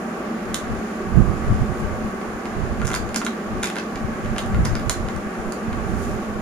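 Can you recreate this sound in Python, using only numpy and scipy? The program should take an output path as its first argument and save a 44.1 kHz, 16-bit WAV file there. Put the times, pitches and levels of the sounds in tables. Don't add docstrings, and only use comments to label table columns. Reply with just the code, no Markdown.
import sys
import numpy as np
from scipy import signal
from scipy.fft import rfft, irfft, next_fast_len
from scipy.io import wavfile
from scipy.ndimage import uniform_filter1d

SR = 44100
rng = np.random.default_rng(int(sys.argv[2]) if len(sys.argv) > 2 else 0)


def rack_gain(trim_db):
    fader = np.asarray(trim_db, float)
    return 10 ** (fader / 20)


def store_pcm(level_fs):
    pcm = np.round(np.clip(level_fs, -1, 1) * 32767).astype(np.int16)
    wavfile.write(sys.argv[1], SR, np.atleast_2d(pcm).T)


N = 282681


def on_log(table, hz):
    f, v = np.transpose(table)
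    return np.interp(np.log(hz + 1), np.log(f), v)


def shape(x, gain):
    size = next_fast_len(x.shape[-1])
    hz = np.arange(size // 2 + 1) * SR / size
    return irfft(rfft(x, size) * gain(hz), size)[..., :x.shape[-1]]


def unit(x):
    return x / np.sqrt(np.mean(x ** 2))


def walk(rate_hz):
    hold = int(SR / rate_hz)
    levels = np.repeat(rng.standard_normal(N // hold + 1), hold)
    slewed = uniform_filter1d(uniform_filter1d(levels, hold), hold)[:N]
    return slewed / slewed.std()


def swells(events, calm_db):
    depth_db = 25
    t = np.arange(N) / SR
    level_db = np.full(N, 1. * calm_db)
    for peak_s, peak_db, swell_s in events:
        level_db = np.maximum(level_db, peak_db - depth_db * np.abs(t - peak_s) / swell_s)
    return rack_gain(level_db)


def fan(right_db=.8, swell_db=.15, flicker_db=.6):
    # pitch_hz, level_db (per Hz)
    blade_noise = [(60, -70.5), (128, -73.5), (222, -49.5), (292, -64), (363, -57.5), (533, -64.5),
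                   (781, -65.5), (920, -70), (1027, -71.5), (1145, -66), (1590, -70.5), (2600, -78),
                   (4000, -87), (16000, -92.5)]
    # pitch_hz, width_hz, level_db
    room_modes = [(325, 25, 1.5), (415, 9.5, 0), (609.3, 7.4, 7), (767, 18, 4), (1132, 38, 5.5),
                  (1585, 77, 2.5)]
    # pitch_hz, likeness (0-1)
    coherence = [(100, 1), (300, 0.96), (640, 0.68), (1400, 0.23), (2500, 0.01), (4000, 0)]

    def octave(hz, centre_hz):
        modes_db = sum(db / (1 + ((hz - f) / width) ** 2) for f, width, db in room_modes)
        octaves_off = np.clip(np.log2((hz + 1) / centre_hz), -1, 1)
        return rack_gain(on_log(blade_noise, hz) + modes_db) * np.cos(np.pi / 2 * octaves_off)

    def likeness(hz):
        return np.clip(on_log(coherence, hz), 0, 1)

    out = 0
    swell = walk(1.0)
    for centre_hz in 62.5 * 2. ** np.arange(9):
        mid, side = rng.standard_normal((2, N)) * np.sqrt(SR / 4)
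        mid = shape(mid, lambda hz: octave(hz, centre_hz) * np.sqrt(1 + likeness(hz)))
        side = shape(side, lambda hz: octave(hz, centre_hz) * np.sqrt(1 - likeness(hz)))
        ports = np.array([mid + side, rack_gain(right_db) * (mid - side)])
        out = out + rack_gain(swell_db * swell + flicker_db * walk(9)) * ports
    return out


def draught(gusts, calm_db, eddy_db=2.5):
    # pitch_hz, level_db (per Hz)
    rumble = [(15, -10), (40, -3.5), (100, -5.5), (150, -8), (230, -17.5), (320, -52), (600, -43),
              (1200, -91)]
    gain = swells(gusts, calm_db)
    air = rng.standard_normal((2, N))
    deep = shape(air[0], lambda hz: rack_gain(on_log(rumble, hz)))
    deep = deep / np.sqrt(uniform_filter1d(deep ** 2, SR // 20))
    small = unit(shape(air[1], lambda hz: np.exp(-np.log((hz + 1) / 170) ** 2 / .5)))
    return rack_gain(eddy_db * walk(40)) * (gain * deep + rack_gain(0.5) * gain ** 1.75 * small)


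def contacts():
    # start_s, crack_db, hollow_db (re crack), shell_hz
    snaps = [(0.5436, -14.5, -13.5, 3500), (2.8493, -33, 2, 3100), (2.8548, -29, -14, 4060),
             (2.8697, -23.5, -12, 6340), (2.877, -25, -3, 6300), (2.915, -31, 4, 3530),
             (2.9407, -23.5, 2.5, 4050), (2.9495, -20.5, -14, 4750), (2.9608, -26, 0, 4530),
             (3.0906, -38, 5, 3570), (3.1441, -24, 0, 4970), (3.1602, -14.5, -9.5, 4740),
             (3.2482, -25, -22, 3750), (3.633, -18.5, -3, 3580), (3.757, -32, 1, 3960),
             (4.3855, -29, -11, 3100), (4.461, -36, -1, 3360), (4.7965, -39, 3, 3550),
             (4.8957, -11, -12, 3650), (5.162, -36, -13, 5680), (5.5219, -26, -10, 4670)]
    # start_s, crack_db, hollow_db (re crack),
    # shell_hz
    ticks = [(2.933, -30, -14, 3500), (3.2526, -30.5, -21, 7560), (3.2648, -27, 4.5, 3570),
             (3.7, -32.5, 4, 2960), (3.7974, -40, 1, 5380), (4.2473, -43, -4, 3100),
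             (4.382, -24.5, -1.5, 3370), (4.3904, -31, -4, 3720), (4.6546, -25.5, 0.5, 5650),
             (4.753, -33.5, 6.5, 4930), (5.0857, -37, 4.5, 3560)]
    # start_s, crack_db, hollow_hz
    knocks = [(2.214, -44, 1300), (2.455, -39.5, 1310), (2.7976, -48, 1570), (2.816, -38.5, 1400),
              (2.9024, -39, 1350), (3.2156, -36, 1350), (3.7655, -35, 1550), (4.2587, -45, 1590),
              (4.3624, -39, 1610), (4.545, -40.5, 1410), (5.352, -48, 1380), (5.729, -42, 1580)]
    # start_s, crack_db, hollow_db (re crack), hollow_hz
    caps = [
        (2.4354, -53, 6, 2070),
        (3.6292, -25, -3, 2300),
        (3.6418, -22.5, -1, 2380),
        (3.657, -26, -5, 2050),
        (3.671, -25, -5, 2530),
        (3.7843, -32.5, 7, 2635),
        (3.957, -43.5, 13, 2320),
        (4.6504, -24.5, -12, 2340),
    ]
    # start_s, crack_db, hollow_db, hollow_hz, shell_db, shell_hz
    rows = [(s, db, hollow_db, 1520, -7, shell_hz) for s, db, hollow_db, shell_hz in snaps]
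    rows += [(s, db, hollow_db, 1473, 2.5, shell_hz) for s, db, hollow_db, shell_hz in ticks]
    rows += [(s, db, 10.5, hollow_hz, -14, 3700) for s, db, hollow_hz in knocks]
    rows += [(s, db, hollow_db, hollow_hz, -12, 3580) for s, db, hollow_db, hollow_hz in caps]
    return sorted(rows)


def burst(t, lo_hz, hi_hz, peak_s):
    edge = signal.butter(2, [lo_hz, min(hi_hz, .45 * SR)], "band", fs=SR, output="sos")
    swell = t / peak_s * np.exp(1 - t / peak_s)
    spectrum = rfft((rng.standard_normal(len(t)) * swell)[:128])
    grit = irfft(spectrum / np.abs(spectrum))
    grit = np.resize(grit, len(t)) * np.sqrt(swell)
    knock = signal.sosfilt(edge, grit)
    return knock * np.sqrt(np.sum(swell ** 2) / np.sum(knock ** 2))


def ring(t, hz, t60_s):
    return np.sin(2 * np.pi * hz * t) * np.exp(-np.log(1000) * t / t60_s)


def taps(crack_s=0.00067, shell_s=0.00062, hollow_s=0.00084, level_db=0.5):
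    # level_db (re knock), t60_s
    ringing = [
        (-2, .035),
        (-3, .016),
    ]
    (hollow_ring_db, hollow_t60_s), (shell_ring_db, shell_t60_s) = ringing
    out = np.zeros(N + 4096)
    t = np.arange(2048) / SR
    for start_s, crack_db, hollow_db, hollow_hz, shell_db, shell_hz in contacts():
        hollow = burst(t, hollow_hz / 2.34, hollow_hz * 1.98, hollow_s)
        hollow = hollow + rack_gain(hollow_ring_db) * ring(t, hollow_hz, hollow_t60_s)
        shell = burst(t, shell_hz / 1.19, shell_hz * 1.13, shell_s)
        shell = shell + rack_gain(shell_ring_db) * ring(t, shell_hz, shell_t60_s)
        crack = burst(t, 5800, 12300, crack_s)
        tap = crack + rack_gain(hollow_db) * hollow + rack_gain(shell_db) * shell
        first = int(start_s * SR)
        out[first:first + len(t)] += rack_gain(crack_db + level_db) * tap
    return shape(out[:N], lambda hz: 1 / (1 + (hz / 16000) ** 4))


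def room(lag_s=.00005, build_s=.008):
    # pitch_hz, width_hz, t60_s, level_db
    diffuse = [(700, 3540, 0.066, 1), (2160, 1400, 0.067, -3), (3750, 6600, 0.27, -4),
               (7700, 11000, 0.2, -5), (13800, 2800, 0.13, 3)]
    # delay_s, level_db
    walls = [
        (.0045, -14),
        (0.013, -13),
        (0.02, -20),
    ]
    t = np.arange(SR // 2) / SR
    response = 0
    for centre_hz, width_hz, t60_s, level_db in diffuse:
        noise = rng.standard_normal((2, len(t)))
        band = shape(noise, lambda hz: np.exp(-((hz - centre_hz) / width_hz) ** 2 * 2))
        fade = np.exp(-np.log(1000) * t / t60_s) * (1 - np.exp(-(t / build_s) ** 2))
        response = response + rack_gain(level_db) * band * fade / np.sqrt(np.sum(fade ** 2))
    response[0, 0] += 1
    response[1, int(lag_s * SR)] += 1
    for delay_s, level_db in walls:
        response[[0, 1], int(delay_s * SR) + rng.integers(0, 30, 2)] += rack_gain(level_db)
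    return response


def rub(grain_db=1.0):
    # peak_s, level_db, swell_s (to rise and to fade)
    slides = [
        (1.8, -48, 0.19),
        (2.93, -50, .15),
        (6.05, -41.5, 0.32),
    ]
    hiss = shape(rng.standard_normal((2, N)), lambda hz: np.exp(-np.log((hz + 1) / 8000) ** 2 / 1.4))
    return unit(hiss) * swells(slides, -80) * rack_gain(grain_db * walk(30.4))


def scene():
    # peak_s, level_db, swell_s (to rise and to fade)
    gusts_left = [(.52, -31.5, 0.18), (.72, -25, 0.17), (1.16, -31, .045), (1.53, -10.5, 0.073),
                  (1.6, -19, 0.077), (1.84, -16, 0.076), (1.96, -32, .1), (2.05, -24.5, .1),
                  (2.35, -32.5, .09), (2.6, -34, 0.11), (2.72, -26, 0.12), (2.95, -37, .06),
                  (3.04, -25.5, 0.22), (3.57, -22, 0.099), (4.05, -26, 0.13), (4.14, -31, .05),
                  (4.25, -28, .07), (4.57, -15, .17), (4.73, -19.5, 0.18), (5.05, -27, .2),
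                  (5.16, -21, 0.075), (5.27, -34, 0.071), (5.4, -25, 0.053), (5.71, -36, 0.24),
                  (5.95, -32, .15), (6.1, -21, 0.037)]
    gusts_right = [(.71, -23, 0.039), (1.19, -9, 0.14), (1.29, -15.5, 0.17), (1.49, -15, 0.14),
                   (1.62, -17, 0.073), (1.71, -23, .11), (1.93, -23, .12), (2.17, -39, .1),
                   (2.28, -36, .06), (2.585, -16, .04), (2.63, -17.5, .15), (2.71, -17.5, 0.075),
                   (2.85, -19.5, 0.16), (3.12, -35, 0.24), (3.51, -31, 0.13), (3.63, -37, 0.041),
                   (3.96, -30.5, 0.062), (4.08, -29, .1), (4.3, -22.5, .17), (4.5, -20.5, 0.11),
                   (4.6, -15.5, 0.23), (4.87, -22.5, 0.18), (5.0, -23.5, 0.1), (5.47, -20, 0.046),
                   (5.69, -22, .04), (5.77, -20, 0.17), (5.96, -18.5, 0.34), (6.14, -22.5, 0.12),
                   (6.36, -28.5, 0.21)]
    clicks = signal.fftconvolve(taps()[None], room(), axes=1)[:, :N]
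    wind = np.array([draught(gusts_left, -58), draught(gusts_right, -61)])
    return fan() + clicks + rub() + wind


def top_cut(x):
    return signal.sosfilt(signal.butter(12, 16460, fs=SR, output="sos"), x)


def record(dry, top_hz=15450):
    # pitch_hz, gain_db
    duct_left = [(2000, 1.5), (3800, -3.5), (5300, -4.5), (5900, -7), (6400, -31), (6900, -24), (7400, -31),
                 (8000, -4.5), (9500, 4), (10000, 4), (10600, -3.5), (11500, -5), (12600, -3), (14300, -27)]
    duct_right = [(2000, 1.5), (3300, -1.5), (4300, 1.5), (5900, 3), (6900, 7.5), (7400, 3), (7900, -1.5),
                  (9000, -34), (9900, -44), (11200, -35), (12000, -35), (12600, -2), (13600, -10.5),
                  (15300, -1)]
    left = shape(dry[0], lambda hz: rack_gain(on_log(duct_left, hz) - 22 * (hz > top_hz)))
    right = shape(dry[1], lambda hz: rack_gain(on_log(duct_right, hz) - 22 * (hz > top_hz)))
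    mix = np.clip([left, right], -.99, .99)
    return top_cut(mix)


dry = scene()
out = record(dry)
store_pcm(out)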